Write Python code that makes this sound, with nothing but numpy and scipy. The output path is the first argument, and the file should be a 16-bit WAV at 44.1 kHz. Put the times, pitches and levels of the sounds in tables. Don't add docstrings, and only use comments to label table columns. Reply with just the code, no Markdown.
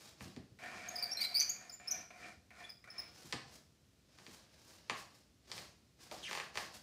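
import sys
import numpy as np
from scipy import signal
from scipy.fft import rfft, irfft
from scipy.io import wavfile

SR = 44100
rng = np.random.default_rng(int(sys.argv[2]) if len(sys.argv) > 2 else 0)


def unload_wav(signal):
    wavfile.write(
        sys.argv[1],
        SR,
        np.round(np.clip(np.atleast_2d(signal).T, -1, 1) * 32767).astype(np.int16),
    )


N = 301022
TIME = np.arange(N) / SR

# frequency in Hz, relative spectral density in dB.
BACKGROUND_SPECTRUM = [(30, -29), (60, -3), (130, -4.5), (420, -16), (900, -26.5), (5500, -26),
                       (15500, -40)]
# frequency in Hz, time to decay by 60 dB in seconds.
REVERB_TIMES = [(150, .6), (1000, .45), (2700, .42), (5500, .45), (14000, .35)]
# frequency in Hz, relative spectral density in dB.
RUB_SPECTRUM = [(60, 4), (150, 5), (500, 4), (900, 0.5), (2400, -1.5), (3500, -1.5), (5000, 2.5),
                (6800, -2.5), (15500, -15.5)]
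# fastest moment, rise and fall, all in seconds, relative level in dB.
CORD_PULLS = [(.03, 0.12, 0.16, -59.5), (.22, 0.055, 0.15, -58), (3.28, 0.38, 0.13, -59.5),
              (3.559, 0.13, 0.043, -58), (4.34, 0.31, 0.14, -61.5), (4.72, 0.34, 0.16, -62.5),
              (5.0, 0.16, 0.061, -54), (5.16, .1, .13, -68.5), (5.57, 0.16, 0.19, -56),
              (6.04, 0.071, 0.073, -57), (6.12, 0.026, 0.13, -54), (6.35, .19, .18, -53.5),
              (6.585, 0.072, 0.14, -50.5), (6.75, 0.05, 0.082, -56)]
# time in seconds, ribs per second, level in dB.
ZIP_COURSE = [(6.229, 3550, -53), (6.243, 3050, -47), (6.273, 2600, -47), (6.287, 1900, -47),
              (6.305, 1480, -53)]
# start in seconds, centre frequency in Hz, relative level in dB.
FRAME_BUMPS = [(0.209, 116, -53), (0.257, 145, -52), (0.369, 164, -48.5), (0.513, 123, -61),
               (2.363, 104, -64), (3.245, 148, -59.5), (3.335, 173, -48), (3.45, 99, -61),
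               (4.279, 238, -60), (4.909, 191, -53.5), (6.115, 544, -49.5)]
# frequency in Hz, bandwidth in Hz, relative gain in dB.
FRAME_MODES = [(456.7, 270, -6), (792, 430, 7), (1093, 95, 11), (1670, 280, 7.5), (2066, 83, -9),
               (2492, 590, 9), (3420, 230, -7), (4490, 1120, 7.5), (5300, 270, -32), (7850, 3400, -18)]
# start in seconds, relative level in dB, relative treble in dB.
FRAME_KNOCKS = [(.206, -45, -35), (.362, -50.5, -8), (3.324, -33.5, 6), (3.328, -35.5, -43),
                (4.185, -53.5, -18), (4.264, -48.5, -10), (4.896, -28.5, -25), (5.515, -38, 1.5),
                (5.578, -42, -8), (6.112, -44, 1), (6.554, -39.5, -20), (6.572, -30.5, -18.5)]
# start, length and spin-up, all in seconds, relative level in dB.
CRANK_PUSHES = [(0.588, 1.217, 0.052, -47.5), (1.799, 0.3, 0.14, -51.5), (2.105, 0.28, 0.13, -51),
                (2.506, .235, 0.12, -51), (2.841, 0.3, 0.15, -55.5)]
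# start in seconds, relative level in dB.
AXLE_CATCHES = [(.636, -50), (2.875, -52)]
# frequency in Hz, bandwidth in Hz, relative gain in dB.
BEARING_MODES = [(212, 53, -2), (711, 53.6, 1.5), (1050, 130, -8.5), (1426, 174, -5.5), (1810, 92, -1),
                 (2120, 410, -7), (2373, 126, 2), (3700, 2900, -21)]
# start in seconds, length in seconds, pitch in Hz, glide in octaves, level in dB.
AXLE_SLIPS = [(.885, .013, 6380, 0.092, -43), (.954, .018, 4910, -.1, -42),
              (0.981, 0.024, 4970, 0.3, -45.5), (1.02, 0.028, 4710, 0.049, -37.5),
              (1.109, 0.033, 5480, 0.146, -40.5), (1.165, 0.04, 4165, 0, -43.5),
              (1.202, 0.036, 4576, 0.182, -37), (1.235, 0.027, 4014, .05, -37.5),
              (1.338, 0.054, 4707, 0.21, -33.5), (1.389, .033, 4610, -0.031, -35),
              (1.394, 0.019, 5846, .04, -31.5), (1.417, 0.014, 6150, .16, -39),
              (1.492, .016, 6440, 0.091, -34.5), (1.694, 0.011, 4960, -0.22, -49.5),
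              (1.717, 0.046, 7040, 0.039, -54), (1.873, 0.021, 5214, 0.24, -41),
              (1.906, 0.027, 5980, -0.16, -36), (2.639, 0.02, 3400, 0.035, -54),
              (2.692, 0.017, 4980, -0.015, -50), (2.899, 0.022, 5170, -0.0046, -53.5),
              (2.977, 0.031, 5150, .04, -44.5)]
# start in seconds, length in seconds.
AXLE_BITES = [(1.187, 0.076), (1.402, 0.1)]


def from_db(db):
    return 10 ** (np.asarray(db) / 20)


def unit_rms(x):
    return x / np.sqrt(np.mean(x ** 2) + 1e-20)


def at_hz(points, hz):
    table_hz, values = np.transpose(points)
    return np.interp(np.log(hz + 1e-9), np.log(table_hz), values)


def butter(x, hz, kind, order=2):
    sections = signal.butter(order, np.clip(hz, 10, .48 * SR), kind, fs=SR, output="sos")
    return signal.sosfilt(sections, x + 1e-18)


def drift(rate_hz):
    return unit_rms(butter(rng.standard_normal(N + SR), rate_hz, "low")[SR:])


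def coloured(x, spectrum):
    hz = np.arange(N // 2 + 1) * SR / N
    return unit_rms(irfft(rfft(x) * from_db(at_hz(spectrum, hz)), N))


def resonate(x, hz, width_hz):
    radius = np.exp(-np.pi * width_hz / SR)
    feedback = [1, -2 * radius * np.cos(2 * np.pi * hz / SR), radius ** 2]
    return signal.lfilter(np.array([1, 0, -1]) * (1 - radius ** 2) / 2, feedback, x + 1e-18)


def swell(progress, edge):
    return np.sin(np.pi / 2 * np.clip(np.minimum(progress, 1 - progress) / edge, 0, 1)) ** 2


def add(out, start_s, sound):
    i = max(int(start_s * SR), 0)
    out[i:i + len(sound)] += sound[:N - i]


def background(level_db=-69.5):
    return from_db(level_db) * coloured(rng.standard_normal(N), BACKGROUND_SPECTRUM)


def room(x, wet_db, first_s=0.002, build_s=0.004):
    t, tail = TIME[:SR], 0
    edges_hz = np.geomspace(50, 18000, 12)
    for low, high in zip(edges_hz, edges_hz[1:]):
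        band = butter(rng.standard_normal(SR), [low, high], "band")
        tail = tail + band * from_db(-60 * t / at_hz(REVERB_TIMES, np.sqrt(low * high)))
    tail *= np.clip((t - first_s) / build_s, 0, 1)
    return x + from_db(wet_db) * signal.fftconvolve(x, tail / np.linalg.norm(tail))[:N]


def cranking(slow_start_db=-13, tire_db_per_s=10, stop_s=0.13):
    effort = np.zeros(N)
    for start, length, spin_up_s, db in CRANK_PUSHES:
        t = TIME[:int(length * SR)]
        spin_up_db = slow_start_db * np.clip(1 - t / spin_up_s, 0, 1)
        tired_db = tire_db_per_s * np.maximum(t - spin_up_s, 0)
        stopping = np.clip((length - t) / stop_s, 0, 1)
        add(effort, start, from_db(db + spin_up_db - tired_db) * stopping)
    return effort


def rubbing_cords(grain_db=2.5, flicker_db=2.5, warp_db=-11.5, hiss_hz=6400, hiss_db=2.5):
    grains = rng.standard_normal(N) * from_db(grain_db * drift(1350) + flicker_db * drift(45))
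    rub = coloured(grains, RUB_SPECTRUM)
    low_rub = butter(rub, hiss_hz, "low", order=3)
    hiss = from_db(hiss_db) * butter(rub, hiss_hz, "high", order=3)
    out = from_db(warp_db) * cranking() * unit_rms(butter(rub, 10000, "low"))
    for peak_s, rise_s, fall_s, db in CORD_PULLS:
        speed = np.interp(TIME - peak_s, [-rise_s, 0, fall_s], [0, 1, 0]) ** 1.05
        out += from_db(db) * (low_rub * speed + hiss * speed ** 1.9)
    return out


def zipping_cord(uneven=.12, second_db=-10, third_db=-17):
    times, rib_hz, db = np.transpose(ZIP_COURSE)
    hz = np.interp(TIME, times, rib_hz) * (1 + uneven * drift(900))
    phase = 2 * np.pi * np.cumsum(hz) / SR
    tone = np.sin(phase) + from_db(second_db) * np.sin(2 * phase) + from_db(third_db) * np.sin(3 * phase)
    sliding = (TIME > times[0]) & (TIME < times[-1])
    return unit_rms(tone) * from_db(np.interp(TIME, times, db)) * sliding


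def cord_jerks(start_s=6.31, first_gap_s=.0187, slowing=1.11, count=5, db=-36, treble_db=-17.5):
    gaps = first_gap_s * slowing ** np.arange(count)
    return [(start, db, treble_db) for start in start_s + np.cumsum(gaps) - gaps]


def bumps(spread=1.72, decay_s=0.035):
    out, t = np.zeros(N), TIME[:SR // 4]
    for start, hz, db in FRAME_BUMPS:
        burst = rng.standard_normal(len(t)) * np.exp(-t / decay_s)
        shudder = butter(burst, [hz / spread, hz * spread], "band")
        add(out, start, from_db(db) * unit_rms(shudder) * np.sqrt(decay_s / t[-1]))
    return out


def knocks(bass_lag_s=0.0042, treble_hz=4000, bright_db=8, contact_hz=8500, level_db=-19):
    out, t = np.zeros(N), TIME[:SR // 10]
    contact = butter(1. * (t == 0), contact_hz, "low")
    for start, db, treble_db in FRAME_KNOCKS + cord_jerks():
        blow = np.zeros(len(t))
        for k, (hz, width, mode_db) in enumerate(FRAME_MODES):
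            lag = int(bass_lag_s * SR * np.sqrt(FRAME_MODES[0][0] / hz))
            hardness_db = (treble_db + bright_db) / (1 + (treble_hz / hz) ** 4)
            gain = (-1) ** k * from_db(mode_db + hardness_db + rng.normal(0, 2))
            blow[lag:] += gain * resonate(contact, hz, width)[:len(t) - lag]
        add(out, start, from_db(db + level_db) * unit_rms(blow))
    return out


def frame_echoes(x, decay_s=0.0088):
    t = TIME[:SR // 20]
    echoes = rng.standard_normal(len(t)) * np.exp(-t / decay_s)
    return signal.fftconvolve(x, echoes / np.linalg.norm(echoes))[:N]


def axle_judder(slips_hz=520, uneven=.3, spread_db=2.5, grit_db=-4, jerk_db=-53.5, jerk_s=0.011):
    slip_count = np.cumsum(slips_hz * np.exp(uneven * drift(200))) / SR
    slips = np.diff(np.floor(slip_count), prepend=0) * from_db(spread_db * rng.standard_normal(N))
    friction = unit_rms(slips) + from_db(grit_db) * rng.standard_normal(N)
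    bearing = sum((-1) ** k * from_db(db + 2 * drift(9)) * resonate(friction, hz, width)
                  for k, (hz, width, db) in enumerate(BEARING_MODES))
    effort = cranking()
    for start, db in [(push[0], jerk_db) for push in CRANK_PUSHES] + AXLE_CATCHES:
        add(effort, start, from_db(db) * np.exp(-TIME[:SR // 10] / jerk_s))
    return from_db(-2) * effort * unit_rms(bearing)


def axle_squeaks(waver=0.027, flutter_db=3, sharp_octaves=.09, settle_s=.005, jitter_rad=0.23):
    out, wobble, grip = np.zeros(N), drift(260), from_db(flutter_db * drift(212.6))
    rasp = butter(rng.standard_normal(N), [3500, 11000], "band", order=1)
    stagger, jitter = drift(300), drift(900)
    bite = 0.2 + sum(swell((TIME - start) / length, edge=.24) for start, length in AXLE_BITES)
    loudest_db = max(slip[-1] for slip in AXLE_SLIPS)
    for start, length, pitch_hz, glide, db in AXLE_SLIPS:
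        progress = np.linspace(0, 1, int(length * SR))
        span = int(start * SR) + np.arange(len(progress))
        octaves = glide * (progress - .5) + sharp_octaves * np.exp(-progress * length / settle_s)
        unrest = waver * from_db(.5 * (db - loudest_db))
        hz = pitch_hz * 2 ** octaves * (1 + unrest * wobble[span])
        phase = 2 * np.pi * np.cumsum(hz) / SR + jitter_rad * bite[span] * jitter[span]
        tone = np.sin(phase) + from_db(-18) * np.sin(2 * phase) + from_db(-17) * np.sin(3 * phase)
        subharmonic = from_db(-1.5) * resonate(stagger[span] * np.sin(phase / 2), hz=2280, width_hz=133)
        grit = from_db(-12) * rasp[span] * np.sin(phase / 2) ** 2
        squeak = (tone + bite[span] * (subharmonic + grit)) * swell(progress, edge=.24) * grip[span]
        add(out, start, from_db(db) * unit_rms(squeak))
    return out


def scene():
    blows = knocks()
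    loom = room(blows, wet_db=0.5) + frame_echoes(blows)
    loom += room(axle_squeaks() + zipping_cord(), wet_db=-7)
    loom += room(axle_judder() + bumps(), wet_db=-10)
    loom += room(rubbing_cords(), wet_db=-4)
    return (loom + background())[None]


def record(dry, rumble_hz=52, cutoff_hz=15500):
    low_pass = signal.ellip(10, .2, 80, cutoff_hz, fs=SR, output="sos")
    return signal.sosfilt(low_pass, butter(dry, rumble_hz, "high", order=5))


dry = scene()
out = record(dry)
unload_wav(out)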